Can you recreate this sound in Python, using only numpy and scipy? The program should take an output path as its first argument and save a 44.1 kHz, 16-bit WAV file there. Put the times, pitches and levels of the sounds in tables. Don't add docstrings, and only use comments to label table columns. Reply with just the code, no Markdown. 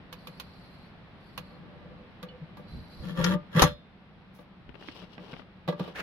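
import sys
import numpy as np
from scipy import signal
from scipy.fft import rfft, irfft
from scipy.io import wavfile
from scipy.ndimage import uniform_filter1d

SR = 44100
rng = np.random.default_rng(int(sys.argv[2]) if len(sys.argv) > 2 else 0)


def unload_audio(sound):
    columns = np.transpose(np.atleast_2d(sound))
    steps = np.round(np.clip(columns, -1, 1) * 32767)
    wavfile.write(sys.argv[1], SR, steps.astype(np.int16))


N = 265482
TIME = np.arange(N) / SR

# mode_hz, level_db, t60_s, left_right_db
ARM_MODES = [(501, 1, 0.14, 3), (2520, 3, 0.083, -9.5), (2970, -2.5, 0.064, 0.5), (3065, 0, 0.045, -8),
             (3580, -1, 0.09, 3), (4160, 2, .1, -2.5), (4260, -6, 0.084, 4.5), (5290, -6.5, 0.088, 10.5),
             (5500, -6.5, 0.053, 15), (6450, -10, 0.04, 9.5), (7300, -12.5, 0.04, 13),
             (11400, -11, 0.07, -9.5), (13300, -13, .05, -7)]
# start_s, click_db, ring_db, left_right_db
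STEEL_CLACKS = [(3.62, -16, -19, 5.5), (3.628, -33, -37, -18), (3.718, -65, -49, 0)]
# frequency_hz, correlation
CHANNEL_LIKENESS = [(60, .88), (150, .88), (300, .74), (640, .7), (1200, .52), (2200, -.1), (7000, 0)]


def amp(db):
    return 10 ** (np.asarray(db) / 20)


def evened(x):
    return x / np.sqrt(np.mean(x ** 2) + 1e-20)


def attack_evened(x):
    return x / x[:, :SR // 50].std()


def read(points, hz):
    point_hz, value = np.transpose(points)
    return np.interp(np.log(hz + 1), np.log(point_hz + 1), value)


def panned(left_right_db):
    return amp(np.array([[left_right_db], [-left_right_db]]) / 2)


def add(mix, start_s, sound):
    part = mix[:, round(start_s * SR):][:, :sound.shape[1]]
    part += sound[:, :part.shape[1]]


def through(x, response):
    return signal.fftconvolve(np.atleast_2d(x), np.atleast_2d(response), axes=1)[:, :x.shape[-1]]


def decaying_noise(length, t60):
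    t = np.arange(length) / SR
    return rng.standard_normal((2, length)) * np.exp(-np.log(1000) * t / t60)


def coloured(x, colour):
    log_gain = np.log(amp(read(colour, abs(np.fft.fftfreq(4096, 1 / SR)))))
    taps = np.fft.ifft(np.exp(np.conj(signal.hilbert(log_gain)))).real
    a, b = rfft(x, 2 * x.shape[1])
    likeness = read(CHANNEL_LIKENESS, np.linspace(0, SR / 2, len(a)))
    turn = np.arccos(np.clip(likeness, -1, 1)) / 2
    left = a * np.cos(turn) + b * np.sin(turn)
    right = a * np.cos(turn) - b * np.sin(turn)
    pair = irfft([left, right])
    return through(pair[:, :x.shape[1]], taps[:len(taps) // 2])


def noise(colour):
    return evened(coloured(rng.standard_normal((2, N)), colour))


def whistle(hz, width_hz):
    f = np.fft.rfftfreq(N, 1 / SR)
    spectrum = rfft(rng.standard_normal((2, N)))
    return evened(irfft(spectrum / (1 + (2 * (f - hz) / width_hz) ** 2), N))


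def grains(per_s, spread_db, clump_db):
    size = amp(spread_db * np.minimum(rng.exponential(1, N), 4))
    slips = size * (rng.random(N) < per_s / SR)
    clumps = amp(clump_db * evened(uniform_filter1d(rng.standard_normal(N), size=260)))
    return evened(slips * clumps * rng.standard_normal((2, N)))


def stroke(start, length, db, attack_s, release_s, arch_db=0, crest=0.44):
    along = np.clip((TIME - start) / length, 0, 1)
    before = np.maximum(start - TIME, 0) / attack_s
    after = np.maximum(TIME - start - length, 0) / release_s
    fade = np.exp(-np.log(1000) * np.minimum(before + after, 10))
    return amp(db - arch_db * (along - crest) ** 2) * fade


def strokes(rows, attack_s, release_s):
    return sum(stroke(*row, attack_s, release_s) for row in rows)


def ringing(modes, rise_s):
    t = np.arange(SR // 2) / SR
    out = 0
    for k, (hz, db, t60, side_db) in enumerate(modes):
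        swell = 1 - np.exp(-t / (rise_s * np.sqrt(modes[0][0] / hz)))
        spread = np.arccos(np.clip(read(CHANNEL_LIKENESS, hz), -1, 1))
        apart = np.array([[.5], [-.5]]) * (-1) ** k * spread
        swing = np.sin(2 * np.pi * (hz * t + rng.random()) + apart)
        out = out + panned(side_db) * amp(db - 60 * t / t60) * swell * swing
    return attack_evened(out)


def cutter(contact_hz, low_hz):
    # mode_hz, level_db, t60_s, left_right_db
    board_modes = [(145.9, -1, 0.1414, 0.5), (150.8, 7.5, 0.087, -1), (176, 8.5, 0.11, 4.5),
                   (307, -10, 0.15, 7.5), (367.6, -10.5, 0.096, -4), (449, -20, 0.038, 3),
                   (496.5, -3, 0.1016, 2), (587.3, -8, 0.2, 1.5), (740, -19.5, 0.053, -1.5),
                   (838, -8.5, 0.055, -6), (907, -11, 0.043, 18.5), (949, -11.5, 0.066, 8.5),
                   (1164, -0.5, 0.098, -0.5), (1211, -13.5, 0.21, 5.5), (1680, -10, 0.0468, 2.5),
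                   (1635, -4, .09, -5.5), (1730, -12.5, 0.044, 0.5), (1996, -5, 0.0597, -12.5)]
    low_pass = signal.butter(2, min(contact_hz, SR / 3), fs=SR)
    high_pass = signal.butter(2, low_hz, "high", fs=SR)
    ring = signal.lfilter(*low_pass, ringing(board_modes, rise_s=0.0098))
    return attack_evened(signal.lfilter(*high_pass, ring))


def slipping(per_s, unevenness, relax, held):
    wander = evened(uniform_filter1d(rng.standard_normal(N), size=200))
    turns = np.cumsum(per_s * np.exp(unevenness * wander)) / SR
    return evened(held + np.exp(-(turns % 1) / relax))


def shaken(force, soft_hz, low_hz):
    body, slips = cutter(soft_hz, low_hz), rng.standard_normal(N)
    power = (through(slips, body) ** 2).mean(0)
    swing = np.sqrt(uniform_filter1d(power, size=800) + 1e-12)
    return through(slips * force, body) / swing


def shearing(steel_db=-21, echo_db=1, echo_t60=0.037):
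    # start_s, length_s, judder_db, tear_db, contact_hz, low_cut_hz, release_s, attack_s
    pushes = [(3.032, 0.098, -39, -47.5, 457, 87, .12, 0.15), (3.182, 0.16, -27, -32, 729, 141.7, .06, 0.1),
              (3.564, 0.08, -25.5, -22.5, 1390, 260, 0.18, 0.095)]
    # frequency_hz, level_db
    tear_colour = [(60, -23), (280, -6), (520, 16), (740, -12.5), (900, 2), (1150, -1), (1650, 4),
                   (1950, -1), (2300, -6), (3300, 0), (5000, -16), (6500, -16), (8200, -30), (11500, -17.5),
                   (15500, -34)]
    bursts = slipping(per_s=130, unevenness=.5, relax=.25, held=.25)
    snaps = bursts * grains(per_s=7000, spread_db=4, clump_db=1.5)
    frame = decaying_noise(SR // 10, echo_t60)
    rattle = through(snaps, frame / np.linalg.norm(frame[0]))
    fibres = evened(coloured(snaps + amp(echo_db) * rattle, tear_colour))
    steel = amp(steel_db) * evened(through(snaps[0], ringing(ARM_MODES[1:], rise_s=0.0022)))
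    out = np.zeros((2, N))
    for start, length, judder_db, tear_db, contact_hz, low_hz, release_s, attack_s in pushes:
        tear = stroke(start, length, tear_db, attack_s, release_s, arch_db=24.5, crest=0.57)
        push = stroke(start, length, judder_db, attack_s, release_s=0.094)
        out += tear * (fibres + steel) * panned(0.4)
        out += shaken(push * bursts, contact_hz, low_hz)
    return out


def strikes(rows, colour, t60, spike, steel_db, low_hz, contact_hz):
    harder_db_per_octave = 33.5
    out = np.zeros((2, N))
    hardest_db = max(row[1] for row in rows)
    for start_s, click_db, ring_db, side_db in rows:
        clatter = decaying_noise(SR // 2, t60)
        clatter[0, 0] += spike
        click = attack_evened(coloured(clatter, colour))
        click = click + amp(steel_db) * ringing(ARM_MODES, rise_s=.001)
        octaves = (click_db - hardest_db) / harder_db_per_octave
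        board = cutter(contact_hz * 2 ** octaves, low_hz)
        add(out, start_s, panned(side_db) * amp(click_db) * click + amp(ring_db) * board)
    return out


def card_crack():
    # start_s, click_db, ring_db, left_right_db
    cracks = [(3.2435, -30, -50, 7.5)]
    # frequency_hz, level_db
    crack_colour = [(200, -57), (1500, 9.5), (3000, 3.5), (5000, 11.5), (6800, 6), (8200, -21),
                    (12000, -6.5), (15500, -41)]
    return strikes(cracks, crack_colour, t60=0.043, spike=11, steel_db=-24.5, low_hz=150, contact_hz=2980)


def steel_clacks():
    # frequency_hz, level_db
    clack_colour = [(60, 9.5), (300, -3), (1000, 4), (1800, 0), (2500, -9.5), (3800, -7), (5000, -11),
                    (6500, -4.5), (8200, -27.5), (10200, -11), (13000, -17.5), (15500, -32)]
    # mode_hz, level_db, t60_s, left_right_db
    blade_modes = [(3400, -9, .36, 0), (3605, -5, .46, 0), (4112, -1, .31, 0), (4950, -10, .3, 0)]
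    out = strikes(STEEL_CLACKS, clack_colour, t60=0.084, spike=1.2, steel_db=-13.5,
                  low_hz=200, contact_hz=2000)
    first_s = STEEL_CLACKS[0][0]
    add(out, first_s, amp(-39.0) * ringing(blade_modes, rise_s=0.0022))
    add(out, first_s, amp(-24) * ringing(ARM_MODES[:1], rise_s=0.0031))
    return out


def thuds(side_db=2):
    # start_s, level_db, swing_hz, rise_s (time to the peak)
    desk_blows = [(2.409, -38, 156.4, 0.019), (3.179, -30, 136, 0.02), (3.55, -23, 171, 0.0081),
                  (3.568, -16, 162, 0.0088), (3.623, -17, 148, 0.018), (3.709, -39, 164, 0.01),
                  (4.885, -41, 290, .005), (5.331, -37.5, 210, 0.0042), (5.68, -24.5, 172.8, 0.012),
                  (5.802, -28.5, 177.4, 0.0079)]
    t, out = np.arange(SR // 6) / SR, np.zeros((2, N))
    for start_s, db, hz, rise_s in desk_blows:
        swell = (t / rise_s * np.exp(1 - t / rise_s)) ** 3
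        swing = np.sqrt(2) * np.sin(2 * np.pi * hz * t)
        add(out, start_s, panned(side_db) * amp(db) * swell * swing)
    return out


def gliding():
    # start_s, length_s, whisper_db, singing_db, singing_hz
    glides = [(.19, 0.69, -65.5, -67, 4140), (1.228, 0.29, -69.5, -76, 4100), (1.416, 0.18, -79, -71, 4200),
              (2.69, 0.16, -63.5, -62, 4070), (2.918, 0.22, -60, -63, 4080)]
    # centre_hz, width_hz, level_db
    edge_resonances = [(3800, 1100, -7), (4250, 600, -3.5), (4580, 380, -.5), (5400, 700, -11),
                       (7600, 500, -20), (9850, 800, -16), (11300, 1000, -13), (13500, 2400, -20)]

    def catching():
        return evened(amp(2.6 * evened(uniform_filter1d(rng.standard_normal(N), size=500))))

    whisper = evened(sum(amp(db) * whistle(hz, width) * catching() for hz, width, db in edge_resonances))
    out = 0
    for start, length, whisper_db, singing_db, hz in glides:
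        singing = whistle(hz, width_hz=92) * catching()
        glide = stroke(start, length, 0, attack_s=0.24, release_s=0.27, arch_db=10, crest=0.32)
        out += glide * (amp(whisper_db) * whisper + amp(singing_db) * singing)
    return out * panned(0.14)


def pivot_ticks():
    # start_s, click_db, ring_db, left_right_db
    ticks = [(0.1266, -45, -50, -6), (0.2713, -46, -49.5, -5), (0.3987, -41.5, -67, -4.5),
             (1.3773, -39, -43.5, -4), (2.2285, -48.5, -41.5, -4), (2.5709, -57.5, -47, -2)]
    # frequency_hz, level_db
    tick_colour = [(200, -6.5), (700, -5), (1000, 6), (2000, -4.5), (2850, 3), (4200, 0), (5200, -8),
                   (6800, -12), (8100, -27), (9500, -14), (13000, -8.5), (15500, -26)]
    out = strikes(ticks, tick_colour, t60=0.066, spike=2.2, steel_db=-10.5, low_hz=95, contact_hz=2340)
    for start_s, _, ring_db, _ in ticks:
        add(out, start_s, amp(ring_db - 10) * ringing(ARM_MODES[:1], rise_s=0.011))
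    return out


def pivot_groan():
    # start_s, length_s, level_db
    groans = [(1.76, 0.29, -57.5), (2.25, 0.18, -55)]
    return strokes(groans, attack_s=0.18, release_s=0.21) * whistle(ARM_MODES[0][0], width_hz=30)[0]


def fittings_clink():
    # mode_hz, level_db, t60_s, left_right_db
    fitting_modes = [(2950, 2, 0.18, -5), (3420, -6, .1, -2), (4340, -1.5, 0.07, -2)]
    out = np.zeros((2, N))
    add(out, 2.287, amp(-52.5) * ringing(fitting_modes, rise_s=0.00032))
    return out


def leaning():
    # start_s, length_s, level_db
    leans = [(1.52, 0.42, -52), (2.3, 0.32, -76), (2.65, 0.43, -58.5), (6.0, .02, -45)]
    return shaken(strokes(leans, attack_s=0.29, release_s=0.52), soft_hz=754, low_hz=147)


def sliding():
    # start_s, length_s, rub_db, hiss_db
    shoves = [(4.802, 0.056, -54.5, -58), (4.876, 0.052, -60, -55), (4.95, 0.046, -56.5, -53.5),
              (5.006, 0.039, -54.5, -59.5), (5.12, 0.031, -58.5, -58), (5.212, 0.064, -52, -61.5),
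              (5.299, 0.041, -53.5, -56.5), (5.379, 0.022, -58, -57.5), (5.793, 0.13, -49, -57)]
    # frequency_hz, level_db
    rub_colour = [(100, -1), (380, 14.5), (650, 5.5), (1000, 6.5), (2000, -2.5), (3200, -3.5), (5000, -25),
                  (7000, -29), (15500, -31)]
    hiss_colour = [(300, -24.5), (2000, -10), (2850, 10), (3600, 4), (4700, 0.5), (5600, -4), (6900, -25),
                   (7600, -19), (8400, -25), (9800, -22), (15500, -37)]
    rub = evened(coloured(grains(per_s=3000, spread_db=2.0, clump_db=1.5), rub_colour))
    hiss = evened(coloured(grains(per_s=12000, spread_db=2, clump_db=2.5), hiss_colour))
    out = 0
    for start, length, rub_db, hiss_db in shoves:
        shove = stroke(start, length, 0, attack_s=.15, release_s=.16, arch_db=14)
        out += shove * (amp(rub_db) * rub + amp(hiss_db) * hiss)
    return out * panned(5.8)


def card_taps():
    # start_s, click_db, ring_db, left_right_db
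    taps = [(4.692, -60, -71, 26), (4.7435, -59, -61, 17), (4.754, -58, -61, 24.5), (4.8255, -50, -63, 2),
            (4.886, -45, -58, -8), (5.022, -75, -51, 4), (5.038, -54, -68, 8), (5.1805, -46.5, -51, -3),
            (5.194, -62, -51, 2), (5.3315, -46.5, -59, 7.5), (5.338, -46, -63, 1.5), (5.366, -53, -72, 13),
            (5.395, -56.5, -55, 26.5), (5.419, -56, -67, 4)]
    # frequency_hz, level_db
    tap_colour = [(50, 8.5), (230, 25.5), (700, 15), (1600, 15), (3000, 10.5), (5000, -6.5), (7000, -31.5),
                  (15000, -28)]
    return strikes(taps, tap_colour, t60=0.025, spike=6, steel_db=-30, low_hz=260, contact_hz=1160)


def board_knocks():
    # start_s, click_db, ring_db, left_right_db
    knocks = [(2.412, -88, -55, 0), (2.592, -74, -46.5, 0), (4.388, -58.5, -49.5, 9),
              (5.6775, -36, -35.5, -3), (5.686, -32, -33.5, -4), (5.724, -47, -36.5, 0),
              (5.7955, -36.5, -43.5, -2), (5.804, -69, -36.5, -3), (5.839, -49, -51, -10),
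              (5.877, -48.5, -46, -13)]
    # frequency_hz, level_db
    knock_colour = [(100, -22), (310, 4.5), (520, 13), (880, -1), (1150, -3), (2000, -15), (3700, -5),
                    (5500, -25), (8200, -37.5), (10500, -33), (15500, -34.5)]
    return strikes(knocks, knock_colour, t60=0.11, spike=4, steel_db=-16, low_hz=330, contact_hz=1100)


def sheet_lift():
    # start_s, length_s, level_db
    lifts = [(5.959, 0.027, -39.5), (5.996, 0.0098, -33.5), (6.011, 0.0046, -56)]
    # frequency_hz, level_db
    lift_colour = [(150, -6), (500, 3), (1000, -3.5), (1450, 6.5), (2500, 1), (4000, -9.5), (6000, -17),
                   (8200, -28), (10000, -23.5), (15500, -29)]
    drag = evened(coloured(grains(per_s=9200, spread_db=2, clump_db=-0.5), lift_colour))
    return strokes(lifts, attack_s=0.044, release_s=0.035) * drag


def finger_brush():
    # start_s, length_s, level_db
    brushes = [(2.58, 0.026, -73), (4.349, .003, -67), (4.36, 0.058, -72), (4.95, 0.029, -73)]
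    # frequency_hz, level_db
    brush_colour = [(1000, -11), (4000, 1), (6000, -1.5), (8100, -16), (9800, -0.5), (13000, -3),
                    (15500, -5)]
    return strokes(brushes, attack_s=0.054, release_s=0.13) * noise(brush_colour)


def low_bumps():
    # start_s, length_s, level_db
    bumps = [(2.74, 0.043, -39.5), (3.0, 0.037, -42), (3.2, 0.12, -41), (3.625, 0.028, -32),
             (4.685, 0.014, -49.5)]
    # frequency_hz, level_db
    bump_colour = [(10, -10.5), (30, 0), (70, 4), (110, 1), (250, -6), (800, -46), (3000, -82.5)]
    return strokes(bumps, attack_s=0.14, release_s=0.25) * noise(bump_colour) * panned(-2.12)


def room_air():
    # frequency_hz, level_db
    air_colour = [(15, -23), (32, -7.5), (70, -4), (120, -4), (180, 1.5), (280, -9.5), (450, -13),
                  (700, -14), (1200, -17), (2200, -20), (4000, -27), (5400, -39.5), (6600, -56.5),
                  (11000, -55), (16000, -64)]
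    air_db, dip_db, recovery_s = -50.5, 4, 5
    since = TIME - STEEL_CLACKS[0][0]
    dip = dip_db * (since > 0) * np.exp(-abs(since) / recovery_s)
    return amp(air_db - dip) * noise(air_colour) * panned(.3)


def hum():
    return amp(-62.5) * whistle(185.8, width_hz=13)[0]


def room(x, wet_db, t60, dull_hz):
    length = SR // 3
    tail = decaying_noise(length, t60) * (np.arange(length) / SR > .005)
    tail = signal.lfilter(*signal.butter(2, min(dull_hz, SR / 3), fs=SR), tail)
    return x + amp(wet_db) * through(x, tail / np.linalg.norm(tail[0]))


def scene():
    cutting = shearing() + card_crack() + steel_clacks() + thuds()
    arm = gliding() + pivot_ticks() + pivot_groan() + fittings_clink()
    handling = leaning() + sliding() + card_taps() + board_knocks() + sheet_lift() + finger_brush()
    near = cutting + arm + handling + low_bumps()
    return room(near, wet_db=-20.5, t60=0.16, dull_hz=3130) + room_air() + hum()


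def record(dry):
    top_hz = 15900
    rounded = dry / (1 + (dry / .9) ** 6) ** (1 / 6)
    low_pass = signal.firwin(401, top_hz, window=("kaiser", 9), fs=SR)
    return signal.oaconvolve(rounded, low_pass[None], "same")


dry = scene()
out = record(dry)
unload_audio(out)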